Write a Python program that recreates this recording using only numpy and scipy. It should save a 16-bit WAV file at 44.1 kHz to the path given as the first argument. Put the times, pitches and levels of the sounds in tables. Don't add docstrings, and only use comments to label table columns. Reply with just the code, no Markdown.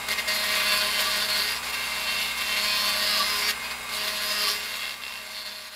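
import sys
import numpy as np
from scipy import signal
from scipy.fft import rfft, irfft
from scipy.io import wavfile
from scipy.ndimage import uniform_filter1d

SR = 44100
rng = np.random.default_rng(int(sys.argv[2]) if len(sys.argv) > 2 else 0)


def put_to_file(sound):
    columns = np.atleast_2d(sound).T
    safe = np.clip(columns, -1, 1)
    whole_steps = np.round(safe * 32767)
    wavfile.write(sys.argv[1], SR, whole_steps.astype(np.int16))


def magnitude_from_level(level_db):
    exponent = np.asarray(level_db, float) / 20
    return 10 ** exponent


N = 253575
FREE_SPEED_HZ = 209.9
FIRM_DB = -26.5


# [pitch_hz, width_hz, level_db]
BODY_RINGS = [(1077, 81, -1.5), (1504, 170, 1.5), (2033, 370, 1), (2768, 55, 9), (588, 197, -9.5)]
# [pitch_hz, level_db]
SHAFT_COLOUR = [(2500, -18.5), (3100, 2.5), (3700, 0.5), (4500, -3), (5100, -6), (5500, -5.5), (5900, -17),
                (6600, -29)]
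# [pitch_hz, level_db]
GRIT_COLOUR = [(3410, -37), (5800, -42), (6070, -2.5), (6830, -1.5), (8640, -6), (9670, -1), (14000, -4),
               (15300, -10), (15800, -49.5)]


def grinding(turns):
    body_db, shaft_db, centre_hz = hand()
    hiss_db = -7 + 0.58 * shaft_db + 0.098 * (body_db - FIRM_DB)
    force = scratch(turns, fresh=0.35, spread_db=2.1, high_spot_db=3.0)
    body = rms_one(rings(force, BODY_RINGS))
    shaft = colour(force, SHAFT_COLOUR)
    shaft = rms_one(shaft + 3.1 * moving_ring(shaft, centre_hz, width_hz=1070))
    grit = scratch(turns, fresh=0.5, spread_db=3.0, high_spot_db=3.3)
    hiss = rms_one(colour(grit, GRIT_COLOUR))
    pressure = magnitude_from_level(body_db + 0.9 * drift(31))
    solid = skipping() * (magnitude_from_level(-5.5) * body + magnitude_from_level(shaft_db - 3.5) * shaft)
    return pressure * (solid + magnitude_from_level(hiss_db - 0.5) * hiss) + magnitude_from_level(body_db) * ringing(turns)


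# [start_s, body_level_db, shaft_above_body_db, shaft_pitch_hz]
PRESSURE = [(0, -48, 0.5, 4600), (0.27, -43, -1.5, 4530), (0.284, -29, -1, 4400), (0.6, -26.5, -3, 4300),
            (1.14, -28, 0, 4320), (1.5, -29, -1, 4430), (1.56, -33.5, -1.5, 5000), (1.8, -32, -3.5, 4530),
            (2.35, -36.5, 4.5, 4400), (2.58, -29, -1, 4240), (3.2, -28, 0, 4960), (3.51, -30, 2.5, 4970),
            (3.545, -40.5, -14, 4500), (3.87, -51.5, 3, 4500), (3.93, -30.5, -0.5, 4230),
            (4.51, -23.5, 1.5, 5030), (4.58, -28.5, -3, 4570), (5.75, -28, 0.5, 4430)]
# [middle_s, length_s, level_db]
NUDGES = [(1.745, .005, 3.5), (2.19, 0.0041, 2.5), (2.382, 0.005, 4.5), (2.42, 0.0048, 5), (4.084, .008, 5),
          (.225, .008, 5), (1.307, .01, 1.5), (3.171, 0.011, 1.5), (4.32, 0.0091, 2), (4.532, 0.007, 1.5),
          (2.077, .008, 2.5), (3.664, .006, 2.5), (0.088, 0.0033, 10.5), (1.007, 0.019, 2),
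          (3.895, .006, 9.5), (4.845, 0.044, 0.5), (5.664, 0.017, 0.5), (0.118, 0.025, 19),
          (0.193, 0.015, 16), (0.282, 0.016, 4.5), (0.385, 0.0043, -2), (0.728, 0.015, 3),
          (0.918, 0.021, -2.5), (1.274, 0.0069, -6), (1.393, 0.022, 3), (1.61, 0.012, -16),
          (1.72, 0.0039, -14), (2.173, 0.058, 3), (2.35, 0.02, -4), (2.89, 0.0071, 2.5),
          (4.354, 0.034, -1.5), (3.498, 0.016, 4), (3.651, 0.026, 11.5), (3.716, 0.013, 15),
          (5.385, 0.022, 2.5), (4.177, 0.076, -2.5), (4.76, 0.0064, 2), (4.986, 0.036, -7.5),
          (5.208, 0.2, -4.5), (5.445, 0.0075, -5), (5.47, 0.012, 4), (5.707, 0.015, -4.5)]


def hand():
    steady_db, shaft_db, centre_hz = in_time(PRESSURE)
    return steady_db + sum_of_swells(NUDGES), shaft_db, centre_hz


def scratch(turns, fresh, spread_db, high_spot_db):
    grains = round(SR / FREE_SPEED_HZ)
    keep = np.exp(-1 / 12.0)
    new = rng.standard_normal((int(turns[-1]) + 60, grains))
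    new = new * magnitude_from_level(spread_db * rng.exponential(1, grains))
    pattern = signal.lfilter([1], [1, -keep], new, axis=0)[50:]
    own_tones = [1, 2, 3] + list(CHATTER_ORDERS) + list(SINGING_ORDERS) + list(BUZZ_ORDERS)
    orders = rfft(pattern, axis=1)
    orders[:, own_tones] = 0
    pattern = irfft(orders, grains, axis=1).ravel()
    lasting = rms_one(pattern[(turns * grains).astype(int)])
    grain_db = spread_db * np.minimum(rng.exponential(1, N), 5)
    broken = rms_one(rng.standard_normal(N) * magnitude_from_level(grain_db))
    angle = 2 * np.pi * turns + 1.72 * drift(2.47)
    bite_db = high_spot_db * (1 + 0.04 * drift(27.0)) * (np.cos(angle) + 1.43 * np.cos(2 * angle))
    return rms_one(magnitude_from_level(bite_db) * (np.sqrt(1 - fresh) * lasting + np.sqrt(fresh) * broken))


CHATTER_ORDERS = (5, 6, 7, 8, 9, 10, 13)
CHATTER_QUIET_DB = [-19, -32, -21, -16.5, -15.5, -27, -16.5]
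# [middle_s, length_s, pitch_hz, level_db]
CHATTER = [(.81, 0.079, 1050, -13), (2.46, 0.12, 2729, -5.5), (2.76, 0.14, 1050.0, -16.5),
           (3.374, 0.08, 1050.0, -13), (4.22, 0.1, 1050.0, -16), (3.12, 0.03, 1259.0, -9.5),
           (3.295, 0.035, 1259.0, -14), (3.495, 0.023, 1259.0, -15), (4.394, 0.055, 1259.0, -12),
           (4.35, 0.05, 2729, -14), (0.742, 0.12, 1469.0, -19.0), (1.27, 0.12, 1469.0, -21),
           (2.95, 0.035, 2099, -16), (3.415, 0.066, 1469.0, -21), (3.09, 0.037, 2099, -13),
           (4.37, 0.03, 2099, -16), (0.755, 0.105, 1679.0, -19), (1.09, 0.073, 1679.0, -21),
           (1.35, 0.082, 1679.0, -23), (3.095, 0.025, 1679.0, -17.0), (3.51, 0.04, 1679.0, -17.0),
           (4.23, 0.037, 1679.0, -17.0), (4.37, 0.022, 1679.0, -15.0), (0.155, 0.097, 1889.0, -11),
           (0.315, 0.05, 1889.0, -10), (0.493, 0.06, 1889.0, -12), (1.155, 0.023, 1889.0, -19),
           (1.49, 0.035, 1889.0, -14.0), (2.46, 0.055, 1889.0, -11), (2.765, 0.025, 1889.0, -15),
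           (3.02, 0.029, 1889.0, -10), (3.505, 0.032, 1889.0, -11), (4.125, 0.055, 1889.0, -19),
           (4.36, 0.031, 1889.0, -9.5), (0.145, 0.14, 2099.0, -5.5), (0.46, 0.24, 2099.0, -10.5),
           (0.945, 0.035, 2099.0, -10), (1.525, 0.088, 2099.0, -14), (1.92, 0.065, 2099.0, -8),
           (3.285, 0.023, 2099.0, -8), (3.47, 0.048, 2099.0, -7), (4.11, 0.04, 2099.0, -14),
           (4.577, 0.025, 2099.0, -8), (4.836, 0.031, 2099.0, -9), (0.72, 0.044, 2729, -9),
           (1.8, 0.05, 2729, -10), (1.93, 0.082, 2729, -13), (2.17, 0.14, 2729, -4.5),
           (4.86, 0.067, 2729, -6.5), (5.11, 0.094, 2729, -2)]
BUZZ_ORDERS = (11, 12, 14, 15, 16, 18, 19)
BUZZ_QUIET_DB = [-18.5, -20.5, -20, -20, -16.5, -17, -36]
# [middle_s, length_s, pitch_hz, level_db]
BUZZ = [(0.35, 0.07, 2309.0, -25), (0.55, 0.1, 2309.0, -16), (0.728, 0.027, 2309.0, -16),
        (0.96, 0.077, 2309.0, -21), (2.21, 0.48, 2309.0, -14), (2.815, 0.1, 2309.0, -32),
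        (3.3, 0.033, 2309.0, -26), (3.46, 0.05, 2309.0, -11), (0.22, 0.04, 2519.0, -19),
        (0.783, 0.04, 2519, -17), (0.6, 0.06, 2519.0, -13), (2.325, 0.045, 2519.0, -10),
        (2.728, 0.05, 2519.0, -8), (3.68, 0.086, 2519.0, -10), (4.135, 0.069, 2519.0, -23),
        (0.557, 0.025, 2939.0, -30), (0.688, 0.055, 2939.0, -27), (0.96, 0.041, 2939.0, -16),
        (1.335, 0.035, 2939.0, -17), (2.25, 0.063, 2939.0, -7), (3.105, 0.11, 2939.0, -19),
        (3.5, 0.03, 2939.0, -23), (3.98, 0.055, 2939.0, -17), (4.275, 0.11, 2939.0, -23),
        (0.695, 0.05, 3148.0, -16), (0.895, 0.1, 3148.0, -13), (1.212, 0.025, 3148.0, -19.0),
        (1.906, 0.09, 3148.0, -24), (2.102, 0.04, 3148.0, -8), (2.24, 0.055, 3148.0, -16),
        (2.467, 0.074, 3148.0, -12), (2.757, 0.17, 3148.0, -13.5), (3.075, 0.025, 3148.0, -21),
        (4.44, 0.071, 3148.0, -14), (0.56, 0.028, 3358.0, -21.0), (2.735, 0.057, 3358.0, -19.0),
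        (3.127, 0.088, 3358.0, -17), (4.22, 0.034, 3358.0, -18), (4.855, 0.065, 3358.0, -13),
        (2.265, 0.075, 3778.0, -11), (4.24, 0.09, 3778.0, -24), (4.65, 0.023, 3778.0, -26),
        (4.808, 0.07, 3778.0, -19), (5.386, 0.032, 3778.0, -12), (0.455, 0.055, 3988.0, -25),
        (2.52, 0.07, 3988.0, -18), (2.77, 0.11, 3988.0, -26.0), (3.155, 0.15, 3988.0, -9),
        (5.41, 0.16, 3988.0, -23)]
SINGING_ORDERS = (17, 20, 21, 22, 23, 24, 25, 26)
SINGING_QUIET_DB = [-16, -15, -14, -14, -20.5, -19, -25, -25]
# [middle_s, length_s, pitch_hz, level_db]
SINGING = [(0.67, 0.1, 3568.0, -13), (1.232, 0.027, 3568.0, -14), (2.185, 0.19, 3568.0, -12),
           (2.455, 0.105, 3568.0, -15.0), (2.83, 0.15, 3568.0, -12), (5.455, 0.11, 3568.0, -10),
           (0.4, 0.086, 4198.0, -12), (1.37, 0.063, 4198.0, -11), (2.778, 0.15, 4198.0, -19),
           (2.97, 0.023, 4198.0, -20), (3.146, 0.13, 4198.0, -13), (.77, 0.12, 4408, -16),
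           (4.23, 0.1, 4198.0, -16), (4.455, 0.069, 4198.0, -12), (5.42, 0.056, 4198, -11),
           (5.6, 0.22, 4198.0, -15), (2.7, 0.06, 4618, -18), (1.325, 0.025, 4408.0, -5),
           (2.134, 0.078, 4408.0, -10), (2.28, 0.03, 4408.0, -15), (2.76, 0.17, 4408.0, -7),
           (3.143, 0.1, 4408.0, -9), (5.478, 0.14, 4408.0, -10), (0.322, 0.025, 4618.0, -12),
           (0.767, 0.091, 4618.0, -10), (1.2, 0.15, 4618.0, -18), (1.437, 0.047, 4618.0, -9),
           (3.02, 0.15, 4618.0, -9), (3.46, 0.03, 4618.0, -7), (4.007, 0.035, 4618.0, -13),
           (4.2, 0.023, 4618.0, -16.0), (4.463, 0.065, 4618.0, -10), (5.42, 0.08, 4618, -12),
           (1.54, 0.039, 4828.0, -11), (2.725, 0.075, 4828.0, -16), (3.48, 0.042, 4828.0, -15),
           (4.375, 0.11, 4828.0, -12), (5.44, 0.09, 4828.0, -19), (0.814, 0.07, 5038.0, -17),
           (1.155, 0.11, 5038.0, -20), (1.5, 0.11, 5038.0, -18), (3.24, 0.2, 5038.0, -7),
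           (4.415, 0.14, 5038.0, -9), (2.74, 0.084, 5248.0, -13), (3.095, 0.17, 5248.0, -21),
           (4.38, 0.08, 5248.0, -20), (2.74, 0.12, 5457.0, -17), (3.17, 0.11, 5457.0, -17),
           (3.495, 0.045, 5457.0, -22), (4.364, 0.087, 5457.0, -15)]
# [middle_s, length_s, pitch_hz, level_db]
REAR_BEARING = [
    (0.116, 0.025, 2143, -9),
    (0.204, 0.02, 2143, -3),
    (.46, 0.055, 2143, -22),
    (1.805, 0.1, 2143, -20),
    (2.21, 0.21, 2143, -8),
    (2.54, 0.055, 2143, -12),
    (3.945, 0.044, 2143, -4.5),
    (4.63, 0.034, 2143, -13),
    (4.825, 0.12, 2143, -13),
]


def ringing(turns):
    chatter_db = caught(CHATTER_ORDERS, CHATTER_QUIET_DB, CHATTER)
    chatter = tones(turns, CHATTER_ORDERS, chatter_db, waver_db=1.5, loose=1.0)
    buzz_db = caught(BUZZ_ORDERS, BUZZ_QUIET_DB, BUZZ)
    buzz = tones(turns, BUZZ_ORDERS, buzz_db, waver_db=1.5, loose=0.8)
    singing_db = caught(SINGING_ORDERS, SINGING_QUIET_DB, SINGING)
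    singing = tones(turns, SINGING_ORDERS, singing_db, waver_db=1.5, loose=0.9)
    rear_order = [10.21]
    rear_db = caught(rear_order, [-34], REAR_BEARING)
    rear = tones(turns, rear_order, rear_db, waver_db=0.5, loose=0.9)
    rasp = magnitude_from_level(1.5 * drift(90))
    return rasp * skipping() * (chatter + buzz + singing) + rear


def caught(orders, quiet_db, catches):
    t = np.arange(0, N, 50) / SR
    pitches_hz = np.array(orders) * FREE_SPEED_HZ
    gains = [np.full(len(t), magnitude_from_level(db)) for db in quiet_db]
    for middle_s, length_s, hz, db in catches:
        nearest = np.argmin(np.abs(pitches_hz - hz))
        gains[nearest] += magnitude_from_level(db) * np.exp(-0.5 * np.abs((t - middle_s) / length_s) ** 5)
    return [np.interp(np.arange(N) / SR, t, 20 * np.log10(gain)) for gain in gains]


# [middle_s, length_s, depth_db]
SKIPS = [
    (4.46, .05, 2),
    (4.8, .12, 4),
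    (5.08, .07, 5),
]


def skipping():
    depth_db = sum_of_swells(SKIPS)
    surge_dies_s = 0.0049
    landed = (knocks() > 0) + 1e-18
    surge = signal.lfilter([1], [1, -np.exp(-1 / (surge_dies_s * SR))], landed)
    return magnitude_from_level(depth_db * (1.6 * surge - 0.73))


def landings():
    clicks = knocks() + 1e-18
    return magnitude_from_level(15.5) * colour(clicks, SHAFT_COLOUR) + magnitude_from_level(14.0) * rings(clicks, BODY_RINGS)


# [start_s, peak_level_db]
BOUNCES = [(4.4077, -30), (4.4221, -25), (4.4367, -24), (4.4512, -25), (4.4605, -22), (4.4703, -16),
           (4.4842, -14), (4.4993, -26), (4.5146, -24), (4.6058, -26), (4.6202, -26), (4.6295, -27),
           (4.639, -23), (4.6491, -29), (4.658, -20), (4.668, -31), (4.6776, -32), (4.6924, -21),
           (4.7162, -33), (4.7306, -23), (4.7401, -21), (4.7544, -17), (4.7688, -24), (4.793, -24),
           (4.8074, -20), (4.822, -19), (4.8315, -35), (4.8406, -26), (4.855, -21), (4.8647, -31),
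           (4.8787, -20), (4.894, -16.5), (4.9084, -20), (4.9221, -24), (4.9413, -20), (5.023, -23),
           (5.0367, -16.5), (5.051, -20), (5.0654, -20), (5.0801, -26), (5.0942, -35), (5.1085, -28),
           (5.1233, -18), (5.1395, -21), (5.1563, -21), (5.1754, -23), (5.1898, -22)]


def knocks():
    start_s, level_db = np.transpose(BOUNCES)
    clicks = np.zeros(N)
    clicks[(start_s * SR).astype(int)] = magnitude_from_level(level_db)
    return clicks


SHAKE_DB = [-49, -56, -40.5]
SHAKE_FOLLOWS = [0.85, 0.38, 1.11]
# [start_s, length_s, loss_db]
EDGE_RIDES = [
    (0.91, 0.027, 24),
    (1.41, 0.46, 27),
    (2.275, 0.12, 10),
    (3.25, 0.47, 6),
    (4.444, 0.74, 8.5),
]
EDGE_SHARE = [-0.41, 0.072, -1.25]
# [middle_s, length_s, level_db]
TWO_LOBES = [
    (0.153, 0.11, 8),
    (1.02, 0.16, 6),
    (1.456, 0.055, 7),
    (3.404, 0.09, 11),
    (4.014, 0.12, 8.5),
    (4.496, 0.1, 12),
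]


def shake(turns):
    t = np.arange(N) / SR
    loss_db = sum(db * ((t > start_s) & (t < start_s + length_s)) for start_s, length_s, db in EDGE_RIDES)
    loss_db = uniform_filter1d(loss_db.astype(float), int(0.07 * SR))
    effort_db = np.maximum(hand()[0] - FIRM_DB, -14)
    levels = [db + follows * effort_db + share * loss_db
              for db, follows, share in zip(SHAKE_DB, SHAKE_FOLLOWS, EDGE_SHARE)]
    levels[1] = levels[1] + sum_of_swells(TWO_LOBES)
    return tones(turns, (1, 2, 3), levels, waver_db=2.0, loose=0.84)


# [middle_s, length_s, level_db]
HOWLS = [
    (0.615, 0.092, -44),
    (1.06, 0.051, -40.5),
    (2.925, 0.045, -38.5),
    (3.206, 0.036, -36.5),
    (3.386, 0.029, -48),
    (.73, 0.03, -41),
    (4.49, 0.033, -36),
]


def howl(turns):
    level = sum(magnitude_from_level(row[2]) * hump for row, hump in zip(HOWLS, swells(HOWLS)))
    return level * tones(turns, [5.58], [0], waver_db=5.0, loose=0.51)


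WHINE_ORDERS = [4.58, 5, 5.58, 7.58, 9.58, 20, 10.21, 48, 12, 13, 18, 23, 24, 35, 36, 37, 46, 47]
WHINE_DB = [-54, -53, -46.5, -49.5, -55, -59.5, -44, -63, -48.5, -52.5, -50.5, -54, -58, -61, -55, -60, -70,
            -61]
# [pitch_hz, level_db]
AIR_COLOUR = [(18, -45), (30, -12), (238, -20.5), (362, -14.5), (1010, -1.5), (1420, -5), (1570, -5),
              (1840, -6.5), (2100, -2.5), (3360, -8.5), (3740, -7.5), (4980, -12), (5680, -16),
              (10500, -14.5), (15800, -23)]


def motor(turns):
    whine = tones(turns, WHINE_ORDERS, WHINE_DB, waver_db=3.0, loose=1.0)
    air = rms_one(colour(rng.standard_normal(N), AIR_COLOUR))
    return whine + magnitude_from_level(-35.5) * air


HUM_DB = [-55, -59, -61.5, -55, -67]


def hum():
    t = np.arange(N) / SR
    total = np.zeros(N)
    for multiple, db in enumerate(HUM_DB, start=1):
        total += magnitude_from_level(db + 2.5) * np.sin(2 * np.pi * 60 * multiple * t + rng.uniform(0, 9.4))
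    return total


def tones(turns, orders, levels, waver_db, loose):
    total = np.zeros(N)
    for order, db in zip(orders, levels):
        loudness = magnitude_from_level(db + 2.5 + waver_db * drift(21.0))
        total += loudness * np.sin(2 * np.pi * order * turns + loose * drift(6.2))
    return total


def swells(rows):
    t = np.arange(N) / SR
    coarse = t[::40]
    return [np.interp(t, coarse, np.exp(-0.5 * ((coarse - row[0]) / row[1]) ** 2)) for row in rows]


def sum_of_swells(rows):
    return sum(row[2] * hump for row, hump in zip(rows, swells(rows)))


def rms_one(x):
    return x / np.sqrt(np.mean(x ** 2) + 1e-20)


def in_time(rows):
    start_s, *columns = np.transpose(rows)
    return [np.interp(np.arange(N) / SR, start_s, column) for column in columns]


def drift(rate_hz):
    r = np.exp(-80 * np.pi * rate_hz / SR)
    noise = rng.standard_normal(N // 40 + 2002)
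    slow = rms_one(signal.lfilter([1], [1, -2 * r, r * r], noise)[2000:])
    return np.interp(np.arange(N) / 40, np.arange(len(slow)), slow)


def colour(x, points):
    hz = np.fft.rfftfreq(N, 1 / SR) + 1
    table = np.array(points)
    gain_db = np.interp(np.log(hz), np.log(table[:, 0]), table[:, 1])
    return irfft(rfft(x) * magnitude_from_level(gain_db), N)


def resonance(hz, width_hz):
    r = np.exp(-np.pi * width_hz / SR)
    return (1 - r * r) / 2 * np.array([1, 0, -1]), [1, -2 * r * np.cos(2 * np.pi * hz / SR), r * r]


def rings(x, modes):
    total = np.zeros(N)
    for k, (hz, width_hz, db) in enumerate(modes):
        total += (-1) ** k * magnitude_from_level(db) * signal.lfilter(*resonance(hz, width_hz), x)
    return total


def moving_ring(x, centre_hz, width_hz, size=256):
    out, state = np.zeros(N), np.zeros(2)
    for i in range(0, N, size):
        b, a = resonance(centre_hz[i], width_hz)
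        out[i:i + size], state = signal.lfilter(b, a, x[i:i + size], zi=state)
    return out


# [start_s, turns_per_s]
SPEED = [(0.0, 209.6), (0.34, 208.9), (0.72, 207.3), (0.82, 207.3), (0.94, 208.0), (1.4, 207.9),
         (1.9, 209.1), (2.46, 209.1), (2.86, 208.0), (2.98, 207.1), (3.48, 207.2), (3.58, 208.8),
         (3.82, 210.1), (4.2, 208.8), (4.44, 206.9), (4.66, 208.7), (5.1, 209.4), (5.62, 207.3)]


def spindle():
    turns = np.cumsum(in_time(SPEED)[0]) / SR
    return np.maximum(turns + 0.006 * drift(15), 0)


def scene():
    turns = spindle()
    fade_start_s, fade_end_s = 3.39, 6.355
    fade = np.clip((fade_end_s - np.arange(N) / SR) / (fade_end_s - fade_start_s), 0, 1)
    tool = fade * (grinding(turns) + shake(turns))
    background = fade * (motor(turns) + hum())
    mid = tool + landings() + howl(turns) + background
    return np.array([mid, mid])


def top_cut(x):
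    return signal.sosfilt(signal.butter(12, 16280, fs=SR, output="sos"), x)


# [pitch_hz, level_below_middle_db]
SIDE_COLOUR = [(30, -14), (110, -15), (200, -22), (380, -15), (700, -14), (1290, -21), (2380, -24),
               (4400, -22), (8120, -16), (15000, -16)]


def record(dry):
    mid = signal.sosfilt(signal.ellip(10, 0.5, 50, 15680, fs=SR, output="sos"), dry[0])
    smear = rng.standard_normal(3000) * magnitude_from_level(-60 * np.arange(3000) / SR / 0.11)
    smeared = signal.fftconvolve(mid, smear / np.linalg.norm(smear))[:N]
    bursts = magnitude_from_level(2.5) * np.clip(5 * (drift(8) - 0.2), 0, 1)
    side = bursts * colour(smeared, SIDE_COLOUR)
    return top_cut(np.array([mid + side, mid - side]))


dry = scene()
out = record(dry)
put_to_file(out)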